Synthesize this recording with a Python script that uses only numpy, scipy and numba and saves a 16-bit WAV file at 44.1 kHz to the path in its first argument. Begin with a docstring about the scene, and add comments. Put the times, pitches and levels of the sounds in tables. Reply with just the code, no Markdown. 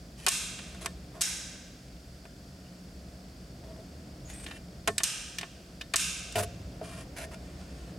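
"""A humming room, with a camera close to an opened inkjet printer.
A finger flicks the spring-loaded paper lever: it clicks, knocks the plastic chassis and leaves its
coil spring ringing. The finger rubs and squeaks on the plastic; then the feed roller is pushed and
creaks by stick-slip, and the bench booms. The camera's limiter ducks everything on the loud snaps."""
import sys
import numpy as np
from scipy import signal
from scipy.fft import irfft, next_fast_len
from scipy.io import wavfile
from scipy.ndimage import uniform_filter1d
from numba import njit

SR = 44100
rng = np.random.default_rng(int(sys.argv[2]) if len(sys.argv) > 2 else 0)


def store_wav(level_fs):
    """Save 16-bit WAV to argv[1]."""
    pcm = np.round(np.clip(np.atleast_2d(level_fs), -1, 1) * 32767)
    wavfile.write(sys.argv[1], SR, pcm.T.astype(np.int16))


N = 351918
T = np.arange(N) / SR

# rumble contour: time_s, relative_db
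RUMBLE_CONTOUR = [(0.0, -51.5), (0.82, -48.5), (1.76, -52.5), (4.44, -48), (5.13, -52), (6.36, -49.5),
                  (6.51, -47), (7.34, -46.5), (7.98, -46.5)]
# room hum: pitch_hz, level_db
HUM_TONES = [(64.6, -76), (129.2, -74.5), (177.6, -66), (242.2, -68)]
# spectra of room rumble, microphone hiss, friction grit, lever tick: freq_hz, gain_db
RUMBLE_SPECTRUM = [(30, -31), (41, -9.5), (62, -1), (76, -3), (92, -17.5), (128, -6), (152, -12),
                   (180, -3.5), (220, -15), (290, -13), (400, -20), (700, -19.5), (850, -31.5), (1500, -33)]
HISS_SPECTRUM = [(300, -6), (950, -14), (1400, 3), (1900, -2), (4050, -2.5), (4450, 5.5), (5200, 4.5),
                 (6200, -2), (7500, -2), (10000, -7.5), (16000, -14)]
GRIT_SPECTRUM = [(500, -2), (2000, 2.5), (4500, -1), (6000, -0.5), (9000, 0.5), (11000, 0), (12500, -8),
                 (16000, -4)]
TICK_SPECTRUM = [(400, -24), (1700, -11), (2500, -10.5), (4200, -0.5), (5500, 0.5), (6700, 3), (7300, -0.5),
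                 (7900, 6.5), (9100, 3), (9800, -1), (11500, -6), (13000, -11.5), (16000, -46)]
# stereo width of room and printer: freq_hz, side_to_mid_db
ROOM_WIDTH = [(60, -47), (110, -49), (200, -29.5), (380, -15.5), (700, -8.5), (1290, -1.5), (2380, -4),
              (4400, -6), (8120, -9), (15000, -34)]
PRINTER_WIDTH = [(60, -50), (200, -21), (700, -12.5), (1300, -6), (2400, -9), (4400, -7.5), (8100, -9.5),
                 (11000, -18.5), (15000, -48)]
# modes of feed assembly and chassis: freq_hz, gain_db, t60_s
FEED_MODES = [(97, -2.5, 0.29), (206.7, -5.5, 0.25), (429, -2, 0.15), (644, 5.5, 0.13), (695, -2, 0.25),
              (1438, -3, 0.1), (1830, -1.5, 0.12), (2390, -2, 0.15), (2700, 5, 0.069), (2990, 5, 0.059),
              (4370, -8, .06)]
CHASSIS_MODES = [(100, 5, 0.17), (204, -16, 0.19), (393, 13.5, 0.055), (676, 3.5, 0.083), (765, 8, 0.017),
                 (1087, -5, 0.097), (1413, -12, 0.1), (1730, -5, 0.07), (1787, -8, 0.14),
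                 (2050, -13, 0.063), (2467, 7, 0.024), (2798, 6.5, 0.021), (3005, -2, 0.058),
                 (3680, -5.5, 0.11), (3970, -10, 0.038)]
# ranges where the spring sings: centre_hz, width_hz, gain_db
SPRING_CLUSTERS = [(1255, 82, -1), (1590, 120, -1.5), (2430, 250, 1.5), (2740, 360, 4.5), (3230, 160, 0),
                   (3830, 690, -1), (5410, 940, -1), (5570, 320, 1), (6320, 560, 2.5), (6780, 160, 3.5),
                   (7660, 280, 3), (8400, 130, 5.5), (8850, 480, 3), (10150, 620, -3), (11500, 270, -5)]
# skin squeaks on plastic: start_s, end_s, pitch_hz, level_db
SQUEAKS = [(2.651, 2.672, 2790, -65), (4.248, 4.344, 6740, -56), (4.333, 4.457, 8430, -52)]
# finger rubs and roller pushes: start_s, end_s, grit_db, groan_db, groan_centre_hz
FINGER_RUBS = [(0.174, 0.258, -54.5, -56.5, 2500), (0.593, 0.82, -64, -59.5, 1490),
               (0.805, 0.86, -48.5, -49.5, 800), (1.131, 1.212, -65, -48.5, 634),
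               (2.5, 2.8, -91, -68.5, 1390), (3.623, 3.822, -73, -51.5, 320),
               (4.265, 4.468, -52.5, -62, 1600), (4.453, 4.585, -58, -53, 1800)]
ROLLER_PUSHES = [(6.351, 6.417, -35.5, -28, 425), (6.421, 6.446, -39.5, -33, 402),
                 (6.816, 7.044, -52.5, -51.5, 1090), (7.158, 7.257, -46.5, -43, 1020),
                 (7.311, 7.349, -54, -47.5, 1130), (7.388, 7.946, -63, -63.5, 1400)]
# jolts of the frame: start_s, level_db, centre_hz
FRAME_JOLTS = [(4.879, -31.5, 202), (6.357, -28, 2400), (6.36, -28, 108), (6.814, -32, 473)]
# single lever contacts: start_s, tick_db, knock_db, knock_centre_hz
LEVER_TAPS = [(0.589, -50, -35.5, 1810), (0.746, -46, -42, 900), (0.846, -40, -37, 756),
              (0.8588, -21.5, -22.5, 1550), (1.209, -22, -35, 2000), (2.2524, -52, -41.5, 1110),
              (4.463, -47, -32, 2330), (4.510, -53, -32.5, 1870), (4.896, -55, -26.5, 328),
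              (4.9807, -13, -20, 3200), (5.0025, -38, -26.5, 1510), (5.3843, -28.5, -24.5, 3270),
              (5.4108, -38, -30, 2460), (5.430, -50, -27.5, 1430), (5.8109, -59, -28, 2820),
              (6.323, -33.5, -44, 2000)]
# lever forced against the chassis: start_s, tick_db, knock_db, knock_centre_hz, gap_s
LEVER_CHATTERS = [(0.2642, -9, -13.5, 2340, 0.005), (4.875, -15.5, -15, 1630, 0.0034),
                  (5.9366, -23.5, -21, 2560, 0.0024)]
# lever snaps home, freeing the spring: start_s, tick_db, knock_db, spring_db, tilt_db_per_oct, seat_db
LEVER_SNAPS = [(0.283, -5, -22, -28.5, 0.5, -3), (1.2132, -14.5, -37, -30, 0.9, -6),
               (5.0337, -12, -40, -31.5, 0.5, 2), (5.9587, -6.5, -22, -27.5, 1.05, 1)]


def undb(db):
    """Decibels to gain."""
    return 10 ** (np.asarray(db) / 20)


def unit_rms(x):
    """Scale to rms 1."""
    return x / np.sqrt(np.mean(x ** 2) + 1e-18)


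def gain_at(spectrum, hz):
    """Gain of a spectrum table, interpolated over log frequency."""
    freq_hz, gain_db = np.transpose(spectrum)
    return undb(np.interp(np.log(hz + 1), np.log(freq_hz), gain_db))


def bell(hz, centre_hz, width_oct):
    """Band-pass gain around centre_hz."""
    return 1 / np.sqrt(1 + (np.log2((hz + 1) / centre_hz) / width_oct) ** 4)


def decay(t, t60_s):
    """Free decay, 60 dB in t60_s."""
    return np.exp(-np.log(1000) * t / t60_s)


def noise(gain, n, width=PRINTER_WIDTH):
    """Stereo noise, rms 1, spectrum gain(hz); near mono in the bass."""
    size = next_fast_len(n)
    hz = np.arange(size // 2 + 1) * SR / size
    mid, side = np.exp(2j * np.pi * rng.random((2, len(hz)))) * gain(hz)
    side = side * gain_at(width, hz)
    return unit_rms(irfft(np.array([mid + side, mid - side]), size)[:, :n])


def drift(rate_hz, n):
    """Smooth random drift, spread near 1."""
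    knots = rng.standard_normal(int(n * rate_hz / SR) + 2)
    return np.interp(np.arange(n) * rate_hz / SR, np.arange(len(knots)), knots)


def add(out, start_s, x):
    """Mix x into out at start_s."""
    i = max(int(start_s * SR), 0)
    out[:, i:i + x.shape[1]] += x[:, :N - i]


def stroke(length_s, edge_share=0.025):
    """Trapezoid envelope of a push."""
    t = T[:int(max(length_s, .005) * SR)]
    return np.clip(np.minimum(t, t[-1] - t) / (edge_share * t[-1]), 0, 1)


def room(rumble_gain_db=3, hiss_db=-59.0, waver_db=2.5, waver_rad=0.64):
    """Low rumble, wavering hum, steady microphone hiss."""
    rumble_db = np.interp(T, *np.transpose(RUMBLE_CONTOUR)) + rumble_gain_db
    rumble = noise(lambda f: gain_at(RUMBLE_SPECTRUM, f) / (1 + (f / 2500) ** 2), N, ROOM_WIDTH)
    hum = np.zeros(N)
    for pitch_hz, level_db in HUM_TONES:
        amplitude = np.sqrt(2) * undb(level_db + waver_db * drift(2.2, N))
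        hum += amplitude * np.sin(2 * np.pi * pitch_hz * T + waver_rad * drift(6.5, N))
    hiss = noise(lambda f: gain_at(HISS_SPECTRUM, f), N, ROOM_WIDTH)
    return undb(rumble_db) * rumble + hum + undb(hiss_db) * hiss


def camera_tick(first_s=0.0051, rate_hz=25, ring_hz=3500, t60_s=0.012, level_db=-56):
    """Faint regular tick, likely the camera's electronics."""
    age_s = (T - first_s) % (1 / rate_hz)
    return undb(level_db) * np.sin(2 * np.pi * ring_hz * age_s) * decay(age_s, t60_s)


def squeaks(width_oct=0.048):
    """Fingertip drags on plastic: a thin, rough whistle."""
    out = np.zeros((2, N))
    for start_s, end_s, pitch_hz, level_db in SQUEAKS:
        push = stroke(end_s - start_s)
        whistle = noise(lambda f: bell(f, pitch_hz, width_oct), len(push))
        add(out, start_s, undb(level_db) * push * whistle)
    return out


def blow(modes, centre_hz, crowd_db, crowd_t60_s, width_oct=1.186):
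    """Struck plastic: main modes over a noise-like crowd of short ones, excited around centre_hz."""
    t = T[:SR // 4]
    hz, gain_db, t60_s = np.transpose(modes)
    strength = undb(gain_db) * bell(hz, centre_hz, width_oct) ** 2
    polarity_rad = np.pi * rng.integers(0, 2, len(hz))
    stereo_rad = np.array([[1], [-1]]) * gain_at(PRINTER_WIDTH, hz) * rng.choice([-1, 1], len(hz))
    partials = np.exp(2j * np.pi * hz[:, None] * t) * decay(t, t60_s[:, None])
    ring = (strength * np.exp(1j * (polarity_rad + stereo_rad)) @ partials).imag
    crowd = noise(lambda f: bell(f, centre_hz, width_oct) ** 2, len(t)) * decay(t, crowd_t60_s)
    return ring / np.linalg.norm(strength) + undb(crowd_db) * crowd


def stick_slip(push, grit_db, top_hz, groan_db, centre_hz, slips_per_s, scatter_db,
               grip_db=1.2, rasp_gain_db=-2, puff_gain_db=-4):
    """Each uneven slip shakes the feed assembly, rasps at the contact and sheds a puff of grit."""
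    def grit_gain(hz):
        return gain_at(GRIT_SPECTRUM, hz) / (1 + (hz / top_hz) ** 20)

    n = len(push)
    onsets = np.cumsum(rng.uniform(.3, 1.7, n // 10)) * SR / slips_per_s
    onsets = onsets[onsets < n].astype(int)
    slips = np.zeros(n)
    slips[onsets] = undb(scatter_db * rng.standard_normal(len(onsets)))
    slips = unit_rms(slips * push * undb(grip_db * drift(45, n)))
    groan = blow(FEED_MODES, centre_hz, crowd_db=2, crowd_t60_s=0.018)
    rasp = noise(grit_gain, groan.shape[1]) * decay(T[:groan.shape[1]], t60_s=0.033)
    response = undb(groan_db) * groan / np.linalg.norm(groan[0])
    response += undb(grit_db + rasp_gain_db) * rasp / np.linalg.norm(rasp[0])
    out = signal.fftconvolve((slips - slips.mean())[None], response, axes=1)
    puffs = unit_rms(np.convolve(slips, decay(T[:SR // 100], t60_s=0.027)))
    add(out, 0, undb(grit_db + puff_gain_db) * puffs * noise(grit_gain, len(puffs)))
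    return out


def finger_rubs(top_hz=12500):
    """Finger slides on plastic under an even push."""
    out = np.zeros((2, N))
    for start_s, end_s, grit_db, groan_db, centre_hz in FINGER_RUBS:
        push = stroke(end_s - start_s, edge_share=0.1)
        rub = stick_slip(push, grit_db, top_hz, groan_db, centre_hz, slips_per_s=1400, scatter_db=5.5)
        add(out, start_s, rub)
    return out


def roller_creaks(build_db=0.5, ref_top_hz=11900, ref_grit_db=-52, top_hz_per_db=200):
    """Feed roller creaks under a slightly growing push; harder pushes shed brighter grit."""
    out = np.zeros((2, N))
    for start_s, end_s, grit_db, groan_db, centre_hz in ROLLER_PUSHES:
        push = stroke(end_s - start_s, edge_share=0.087)
        push *= undb(np.linspace(0, build_db, len(push)))
        top_hz = ref_top_hz + top_hz_per_db * (grit_db - ref_grit_db)
        creak = stick_slip(push, grit_db, top_hz, groan_db, centre_hz, slips_per_s=800, scatter_db=3.5)
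        add(out, start_s, creak)
    return out


def frame_jolts():
    """Jolts ring the feed assembly."""
    out = np.zeros((2, N))
    for start_s, level_db, centre_hz in FRAME_JOLTS:
        add(out, start_s, undb(level_db) * blow(FEED_MODES, centre_hz, crowd_db=-10, crowd_t60_s=0.11))
    return out


def bench_boom(start_s=6.36, centre_hz=100.7, width_oct=0.12, level_db=-35.5, t60_s=1.42):
    """Bench booms after the hardest push."""
    out = np.zeros((2, N))
    boom = noise(lambda f: bell(f, centre_hz, width_oct), SR) * decay(T[:SR], t60_s)
    add(out, start_s, undb(level_db) * boom)
    return out


def coil_spring(count=1600, low_t60_s=1.36, damping_hz=11500, scatter_db=3.0, ripple_db=2,
                seat_hz=2750, seat_oct=0.2, left_to_right_db=-1, lag_s=0.002):
    """Each snap rings the coil's dense, clustered modes; the highest die first."""
    out = np.zeros((2, N))
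    hz = np.sort(np.linspace(700, 15500, count) + rng.normal(0, 4, count))
    cluster_power = sum(undb(gain_db) ** 2 / (1 + (2 * (hz - centre_hz) / width_hz) ** 2) ** 1.095
                        for centre_hz, width_hz, gain_db in SPRING_CLUSTERS)
    strength = np.sqrt(cluster_power) * undb(scatter_db * rng.standard_normal(count))
    side = gain_at(PRINTER_WIDTH, hz) * np.exp(2j * np.pi * rng.random(count))
    stereo = np.array([1 + side, 1 - side]) * undb(np.array([[0.5], [-0.5]]) * left_to_right_db)
    for start_s, _, _, spring_db, tilt_db_per_oct, seat_db in LEVER_SNAPS:
        # where the coil is caught favours runs of modes; its plastic seat adds one resonance
        catch_db = ripple_db * unit_rms(uniform_filter1d(rng.standard_normal(count), size=25))
        resonance_db = seat_db * bell(hz, seat_hz, seat_oct)
        tilt_db = tilt_db_per_oct * np.log2(hz / hz.mean())
        amplitude = strength * undb(tilt_db + catch_db + resonance_db)
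        amplitude *= undb(spring_db) * np.sqrt(2) / np.linalg.norm(amplitude)
        phasors = stereo * amplitude * np.exp(2j * np.pi * rng.random(count))
        for band in np.array_split(np.arange(count), 10):
            spectrum = np.zeros((2, SR + 1), complex)  # 0.5 Hz bins
            spectrum[:, (2 * hz[band]).astype(int)] = phasors[:, band] * SR
            t60_s = low_t60_s / (1 + (hz[band].mean() / damping_hz) ** 2)
            add(out, start_s + lag_s, irfft(spectrum) * decay(T[:2 * SR], t60_s))
    return out


def lever_contact(tick_db, knock_db, centre_hz, tick_t60_s=0.02, rise_s=0.001,
                  tail_db=-31, tail_t60_s=0.29):
    """Lever ticks brightly with a faint room tail; the chassis answers lower."""
    t = T[:SR // 4]
    envelope = decay(t, tick_t60_s) + undb(tail_db) * decay(t, tail_t60_s)
    tick = noise(lambda f: gain_at(TICK_SPECTRUM, f), len(t)) * envelope
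    knock = blow(CHASSIS_MODES, centre_hz, crowd_db=-3.5, crowd_t60_s=0.046)
    return (undb(tick_db) * tick + undb(knock_db) * knock) * (1 - np.exp(-t / rise_s))


def lever_clicks(chatter_count=3, tick_step_db=-5.5, knock_step_db=-1, dulling_ratio=0.77,
                 snap_hz=3400, rebound_s=0.005, rebound_tick_db=-1, rebound_knock_db=6):
    """Taps touch once, chatters dull at each contact, snaps rebound once."""
    out = np.zeros((2, N))
    for start_s, tick_db, knock_db, centre_hz in LEVER_TAPS:
        add(out, start_s, lever_contact(tick_db, knock_db, centre_hz))
    for start_s, tick_db, knock_db, centre_hz, gap_s in LEVER_CHATTERS:
        for k in range(chatter_count):
            dulled_hz = centre_hz * dulling_ratio ** k
            bounce = lever_contact(tick_db + k * tick_step_db, knock_db + k * knock_step_db, dulled_hz)
            add(out, start_s + k * gap_s, bounce)
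    for start_s, tick_db, knock_db, *_ in LEVER_SNAPS:
        add(out, start_s, lever_contact(tick_db, knock_db, snap_hz))
        rebound = lever_contact(tick_db + rebound_tick_db, knock_db + rebound_knock_db, snap_hz)
        add(out, start_s + rebound_s, rebound)
    return out


def scene():
    """Stereo sum of background, lever, jolts and friction."""
    background = room() + camera_tick()
    lever = lever_clicks() + coil_spring()
    jolts = frame_jolts() + bench_boom()
    friction = finger_rubs() + roller_creaks() + squeaks()
    return background + lever + jolts + friction


@njit
def follow_peak(x, attack_coeff, release_coeff):
    """Peak follower: jumps up, sinks slowly."""
    out, level = np.empty(len(x)), 0.
    for i in range(len(x)):
        level += (x[i] - level) * (attack_coeff if x[i] > level else release_coeff)
        out[i] = level
    return out


def record(dry, ceiling_db=-14, attack_s=.00006, release_s=0.026, low_cut_hz=28, high_cut_hz=16200):
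    """Camera chain: low cut, limiter that ducks on the snaps, high cut."""
    dry = signal.sosfilt(signal.butter(4, low_cut_hz, "high", fs=SR, output="sos"), dry)
    peak = follow_peak(np.abs(dry).max(axis=0), 1 - np.exp(-1 / (attack_s * SR)), 1 / (release_s * SR))
    limited = dry / np.maximum(peak / undb(ceiling_db), 1)
    return signal.sosfilt(signal.ellip(8, .2, 70, high_cut_hz, fs=SR, output="sos"), limited)


dry = scene()
out = record(dry)
store_wav(out)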